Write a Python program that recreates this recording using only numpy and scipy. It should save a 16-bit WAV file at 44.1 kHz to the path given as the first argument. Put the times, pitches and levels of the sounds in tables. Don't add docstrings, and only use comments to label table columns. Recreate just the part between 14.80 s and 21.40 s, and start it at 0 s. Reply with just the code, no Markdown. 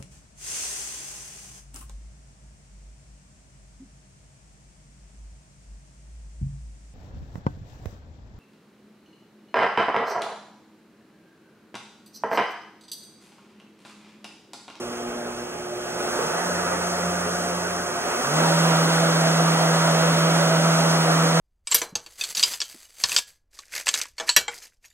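import sys
import numpy as np
from scipy import signal
from scipy.fft import rfft, irfft, next_fast_len
from scipy.io import wavfile

SR = 44100
rng = np.random.default_rng(int(sys.argv[2]) if len(sys.argv) > 2 else 0)


def transcribe(u):
    v = np.clip(np.atleast_2d(u).T, -1, 1)
    q = np.round(v * 32767).astype(np.int16)
    wavfile.write(sys.argv[1], SR, q)


N = 291039
FFT_SIZE = next_fast_len(N + SR)
BIN_HZ = np.maximum(np.arange(FFT_SIZE // 2 + 1) * SR / FFT_SIZE, 1)
MID_SPEED_HZ, FULL_SPEED_HZ, MAINS_PULSE_HZ = 88.4, 163.7, 119.95

# t/s, speed/Hz, once-a-turn level/dB
ROTOR_RUN = [(0, 40, -70), (0.95, 42, -68), (1.15, 55, -64), (1.45, 77, -60), (1.63, 88.5, -56),
             (1.75, 88.4, -45.5), (2.15, 88.3, -47.5), (2.3, 88.3, -43.5), (2.45, 88.3, -44),
             (2.68, 88.1, -50), (2.82, 88.2, -47), (3.05, 88.5, -48.5), (3.15, 86, -53), (3.3, 90, -58),
             (3.39, 122, -60), (3.44, 132, -43), (3.57, 159, -23), (3.64, 165, -23), (3.8, 164.7, -22),
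             (4.1, 163.3, -22), (6.6, 163.5, -21.2)]
# t/s, level/dB
TWICE_A_TURN = [(1.3, -67), (1.45, -43), (1.61, -40), (1.66, -34.5), (2.18, -35), (2.27, -31), (2.42, -34),
                (2.7, -35), (3.02, -37), (3.08, -46), (3.2, -44), (3.33, -50), (3.42, -45), (3.48, -45),
                (3.6, -36), (6.6, -38.5)]
# rotor order, mains pulse multiple, mid-speed level/dB, full-speed level/dB
WHINE_LINES = [(1, 1, -57, -43), (0, 1, -76, -67), (1, 2, -50, -46.5), (1.5, 0, -69, -49.5),
               (3, 0, -50, -36), (3, 1, -53.5, -40.5), (3.5, 0, -65, -36), (4, 0, -64, -33.5),
               (4, 1, -51, -40.5), (5, 0, -56, -38.5), (5, 1, -58, -44), (6, 0, -44.5, -44),
               (6.5, 0, -49, -68), (8, 0, -43.5, -63), (4.5, 0, -59, -39.5), (2.5, 0, -73, -54.5)]
# mains pulse multiple, level/dB
BUZZ_LINES = [(1, -13), (2, 4), (3, 4.5), (4, -3), (5, -4), (6, -6), (7, -7), (9, -10)]
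# t/s, even-line level/dB, odd-line level/dB
CHOP_LEVELS = [(0, -40.5, -40), (.4, -43, -40), (.63, -45, -40), (.7, -54, -44), (.95, -54, -40),
               (1.35, -46, -38), (1.7, -50, -45), (2.9, -70, -44), (3.35, -47, -41), (3.5, -48, -54),
               (4.1, -57, -63)]
# t/s, slosh level/dB, throat level/dB, spray level/dB
BATTER_LEVELS = [(0.0, -38.5, -41.5, -45.5), (0.45, -36, -41, -46), (0.9, -38.5, -42, -47),
                 (1.05, -36.5, -40.5, -43.5), (1.2, -31.5, -36, -42), (1.42, -29, -31.5, -40),
                 (1.6, -31.5, -30, -40), (1.9, -31, -30.5, -41), (2.3, -31, -30.5, -40.5),
                 (2.8, -32, -32.5, -42), (3.05, -34.5, -33.5, -43.5), (3.28, -30, -31.5, -39.5),
                 (3.45, -35.5, -28.5, -38.5), (3.54, -29, -27.5, -36), (3.64, -23.5, -25, -34),
                 (3.74, -29, -25, -37), (3.88, -27.5, -24, -32.5), (4.2, -29, -26, -36),
                 (4.6, -27.5, -25.5, -36), (5.05, -29, -25.5, -33.5), (5.5, -28, -25.5, -33.5),
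                 (5.9, -28, -25.5, -35), (6.25, -27.5, -25, -35.5), (6.6, -30.5, -24.5, -35)]
# f/Hz, level/dB
CHURN_SPECTRUM = [(25, -73), (36, -41), (55, -22), (105, -19), (200, -10.5), (320, -3), (500, 0),
                  (700, 0.5), (1000, -9.5), (1600, -11.5), (1850, -16), (2500, -12), (3300, -5),
                  (5000, -37), (9000, -26)]
# f/Hz, width/Hz, dial-speed gain/dB, full-speed gain/dB
JUG_ROOM_MODES = [(165, 25, 7.5, 1), (197, 12, -0.5, 6), (247, 17, 4.5, 9), (350, 18, -1.5, 5),
                  (428, 23, 5, -0.5), (510, 16, 2.5, 6.5), (551, 16, 2.5, 1.5), (581, 22, 2.5, 7),
                  (640, 27, 2.5, -4), (656, 37, -2, 1), (701, 29, 7, 4), (902, 17, 5.5, 2),
                  (963, 35, 0, 3.5), (1108, 45, 2, 2.5), (1190, 36, 4, 4.5), (1290, 130, 5.5, 3.5),
                  (1360, 97, 1.5, 3.5), (1468, 38, 8.5, 4.5), (1585, 28, 5, 2.5), (1652, 25, 7, 6),
                  (1825, 90, 10, 8), (1984, 50, 9.5, 9), (2192, 100, 8.5, 4), (2400, 66, 7.5, 4),
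                  (2587, 140, 8, 2), (2730, 33, 6.5, 5.5)]
# f/Hz, width/Hz, gain/dB
HOUSING_MODES = [(3600, 120, 3), (4005, 100, 3), (4420, 80, 4), (4570, 70, 3), (4890, 60, 3),
                 (5450, 120, 2), (5710, 80, 3), (6290, 80, 4), (6610, 100, 4), (7430, 100, 3),
                 (7720, 110, 4), (8310, 100, 3), (11000, 300, 2)]
# t/s, level/dB
BRUSH_LEVELS = [(0, -42.5), (.88, -43), (1.35, -34), (1.75, -33), (3.15, -35), (3.66, -28.5), (4.3, -30),
                (6.6, -29.5)]
# f/Hz, level/dB
BRUSH_SPECTRUM = [(2000, -16), (3500, -9), (4400, -4), (5000, -3), (5600, 0), (6400, -1), (7100, -7),
                  (9300, -7.5), (10000, -9), (11000, -8), (12000, -12), (14000, -14), (15000, -16),
                  (16000, -19)]
# f/Hz, level/dB
FAN_SPECTRUM = [(1200, -20), (2200, -2), (3300, 0), (4400, -1), (5500, -7), (7000, -14), (12000, -22)]
# f/Hz, level/dB
RUMBLE_SPECTRUM = [(20, -60), (36, -43), (52, 2.5), (68, -12), (88, -2), (110, -27), (160, 6.5), (300, -11),
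                   (600, -29)]
# t/s, gain/dB
RUMBLE_SWELL = [(0, 0.5), (.9, -0.5), (1.3, 2), (1.9, -1.5), (6.6, 2)]
# t/s, level/dB
LUMP_HITS = [(1.205, -17), (1.274, -18), (1.39, -14), (1.475, -32), (1.545, -18), (1.601, -24),
             (1.696, -17), (1.995, -23)]
# f/Hz, level/dB
DIFFUSE_SPECTRUM = [(60, -16), (170, -20), (300, -9), (800, 0), (1500, -2), (3100, -1), (3900, -16),
                    (4200, -34), (4700, -34), (5200, -11), (7300, -7), (7900, -34), (8800, -34), (9500, -8),
                    (11600, -8), (12200, -34), (13500, -34), (14200, -4)]
# f/Hz, level/dB
RIGHT_EXCESS = [(60, .5), (170, 1.2), (400, 2), (2500, 2), (4000, 0), (16000, 0)]
# f/Hz, phase/half-cycles
LEFT_PHASE = [(0, 0), (1380, -.2), (1980, -.34), (2760, -.87), (3500, -.93), (4000, -1), (4800, -1),
              (7410, -1.78), (7750, -2), (8900, -2), (11600, -2.75), (11950, -3), (13600, -3),
              (15100, -3.55), (15500, -3.9)]


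def amp(db):
    return 10 ** (np.asarray(db) / 20)


def unit_rms(x):
    return x / np.sqrt(np.mean(x ** 2) + 1e-20)


def curves(rows):
    times_s, *columns = np.transpose(rows)
    return [np.interp(np.arange(N) / SR, times_s, column) for column in columns]


def spectrum_gain(points):
    hz, db = np.transpose(points)
    return amp(np.interp(np.log(BIN_HZ), np.log(hz), db))


def mode_gain(modes):
    peaks = [1 + (amp(db) - 1) / (1 + (2 * (BIN_HZ - hz) / width_hz) ** 2) for hz, width_hz, db in modes]
    return np.prod(peaks, axis=0)


def filtered(x, gain):
    return irfft(rfft(x, FFT_SIZE) * gain, FFT_SIZE)[..., :N]


def wander(rate_hz):
    hop, settle = 64, 1000
    pole = np.exp(-2 * np.pi * rate_hz * hop / SR)
    noise = rng.standard_normal(N // hop + settle + 2)
    drift = signal.lfilter([1], [1, -2 * pole, pole * pole], noise)[settle:]
    return np.interp(np.arange(N) / hop, np.arange(len(drift)), unit_rms(drift))


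def tone(cycles, flutter_db, flutter_hz):
    sine = np.sqrt(2) * np.sin(2 * np.pi * (cycles + rng.random()))
    return sine * amp(flutter_db * wander(flutter_hz))


def path_noise(shared_power=0.15):
    noise = rng.standard_normal((3, N))
    noise[1:] = np.sqrt(shared_power) * noise[0] + np.sqrt(1 - shared_power) * noise[1:]
    return noise


def unbalance(turns, once_db):
    twice_db, = curves(TWICE_A_TURN)
    once = tone(turns + 0.019 * wander(9.7), flutter_db=0.84, flutter_hz=12)
    twice = tone(2 * turns + 0.036 * wander(8), flutter_db=1.2, flutter_hz=15)
    return amp(once_db) * once + amp(twice_db) * twice


def whine(turns, mains_cycles, speed_oct):
    mid_oct = np.log2(MID_SPEED_HZ / FULL_SPEED_HZ)
    out = 0
    for order, multiple, mid_db, full_db in WHINE_LINES:
        slip_cycles = 0.077 * np.sqrt(order) * wander(4.05)
        line = tone(order * turns + multiple * mains_cycles + slip_cycles, flutter_db=4.2, flutter_hz=15)
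        level_db = np.interp(speed_oct, [mid_oct - 1, mid_oct, 0], [mid_db - 13, mid_db, full_db])
        out += amp(level_db) * line
    return out


def mains_buzz(mains_cycles):
    parity_db = curves(CHOP_LEVELS)
    out = 0
    for multiple, db in BUZZ_LINES:
        line = tone(multiple * mains_cycles, flutter_db=1.3 * np.sqrt(multiple), flutter_hz=8)
        out += amp(db + parity_db[round(multiple) % 2]) * line
    return out


def churn(speed_oct, slosh_top_hz=950, throat_top_hz=1700, surge_db=1.36):
    third_octaves = 3 * np.log2(BIN_HZ / slosh_top_hz)
    noise = path_noise()
    surging = 0
    for k in range(4):
        distance = np.abs((third_octaves - k + 2) % 4 - 2)
        comb = np.clip(1.5 - 2 * distance, 0, 1)
        surging += filtered(noise, comb) * amp(surge_db * wander(14.2))
    full_share = np.clip(1 + 2 * speed_oct, 0, 1)
    modes = np.array(JUG_ROOM_MODES)
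    on_dial = rfft(surging * (1 - full_share), FFT_SIZE) * mode_gain(modes[:, :3])
    at_full = rfft(surging * full_share, FFT_SIZE) * mode_gain(modes[:, [0, 1, 3]])
    flow = spectrum_gain(CHURN_SPECTRUM) * (on_dial + at_full)
    below_slosh = 1 / (1 + (BIN_HZ / slosh_top_hz) ** 8)
    below_throat = 1 / (1 + (BIN_HZ / throat_top_hz) ** 8)
    bands = below_slosh, below_throat - below_slosh, 1 - below_throat
    parts = [unit_rms(irfft(flow * band, FFT_SIZE)[:, :N]) for band in bands]
    return sum(amp(db) * part for db, part in zip(curves(BATTER_LEVELS), parts))


def brush_hiss(turns, mains_cycles, resonances):
    level_db, = curves(BRUSH_LEVELS)
    pulsing = 1 + 0.024 * np.sin(2 * np.pi * turns) + 0.035 * np.sin(4 * np.pi * mains_cycles)
    sparks = path_noise() * pulsing * amp(0.45 * wander(12) + 0.35 * wander(4))
    return amp(level_db) * unit_rms(filtered(sparks, spectrum_gain(BRUSH_SPECTRUM) * resonances))


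def fan_air(speed_oct, resonances, full_db=-31.5, db_per_oct=56):
    air = unit_rms(filtered(path_noise(), spectrum_gain(FAN_SPECTRUM) * resonances))
    return amp(full_db + db_per_oct * speed_oct) * air


def rumble(base_db=-48.5):
    swell_db, = curves(RUMBLE_SWELL)
    level_db = base_db + swell_db + 0.56 * wander(4.7)
    return amp(level_db) * unit_rms(filtered(path_noise(), spectrum_gain(RUMBLE_SPECTRUM)))


def lump_knocks(ring_hz=456, t60_s=0.036):
    times_s, level_db = np.transpose(LUMP_HITS)
    impulses = np.full(N, 1e-18)
    impulses[(times_s * SR).astype(int)] = amp(level_db)
    radius, angle = amp(-60 / (t60_s * SR)), 2 * np.pi * ring_hz / SR
    return signal.lfilter([0.5, 0, -0.5], [1, -2 * radius * np.cos(angle), radius ** 2], impulses)


def kitchen(paths, decay_s=0.26):
    t = np.arange(SR // 2) / SR
    tail = rng.standard_normal((2, len(t))) * amp(-60 * t / decay_s) * (t > 0.004)
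    diffuse = rfft(tail, FFT_SIZE)
    diffuse /= np.sqrt(np.abs(diffuse) + 1e-12)
    diffuse /= np.sqrt(np.mean(np.abs(diffuse) ** 2, axis=1, keepdims=True))
    wet = spectrum_gain(DIFFUSE_SPECTRUM)
    right_gain = np.sqrt(spectrum_gain(RIGHT_EXCESS))
    balance = np.array([1 / right_gain, right_gain]) / np.sqrt(1 + wet ** 2)
    left_rad = np.pi * np.interp(BIN_HZ, *np.transpose(LEFT_PHASE))
    direct = filtered(paths[0], balance * [np.exp(1j * left_rad), np.ones(len(BIN_HZ))])
    return direct + filtered(paths[1:], balance * wet * diffuse)


def scene():
    set_hz, once_db = curves(ROTOR_RUN)
    speed_oct = np.log2(set_hz / FULL_SPEED_HZ)
    drag_hz = 0.6 * set_hz / FULL_SPEED_HZ * wander(3)
    turns = np.cumsum(set_hz + drag_hz) / SR
    mains_cycles = MAINS_PULSE_HZ * np.arange(N) / SR
    resonances = mode_gain(HOUSING_MODES) * mode_gain(np.array(JUG_ROOM_MODES)[:, [0, 1, 3]])
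    tones = unbalance(turns, once_db) + whine(turns, mains_cycles, speed_oct) + mains_buzz(mains_cycles)
    paths = tones * amp([[0], [-10], [-10]])
    paths += churn(speed_oct)
    paths += brush_hiss(turns, mains_cycles, resonances)
    paths += fan_air(speed_oct, resonances)
    paths += rumble()
    paths += lump_knocks() * amp([[0], [-8], [-8]])
    return kitchen(paths)


def record(dry):
    return signal.sosfilt(signal.ellip(12, 0.5, 80, 15700, fs=SR, output="sos"), dry)


dry = scene()
out = record(dry)
transcribe(out)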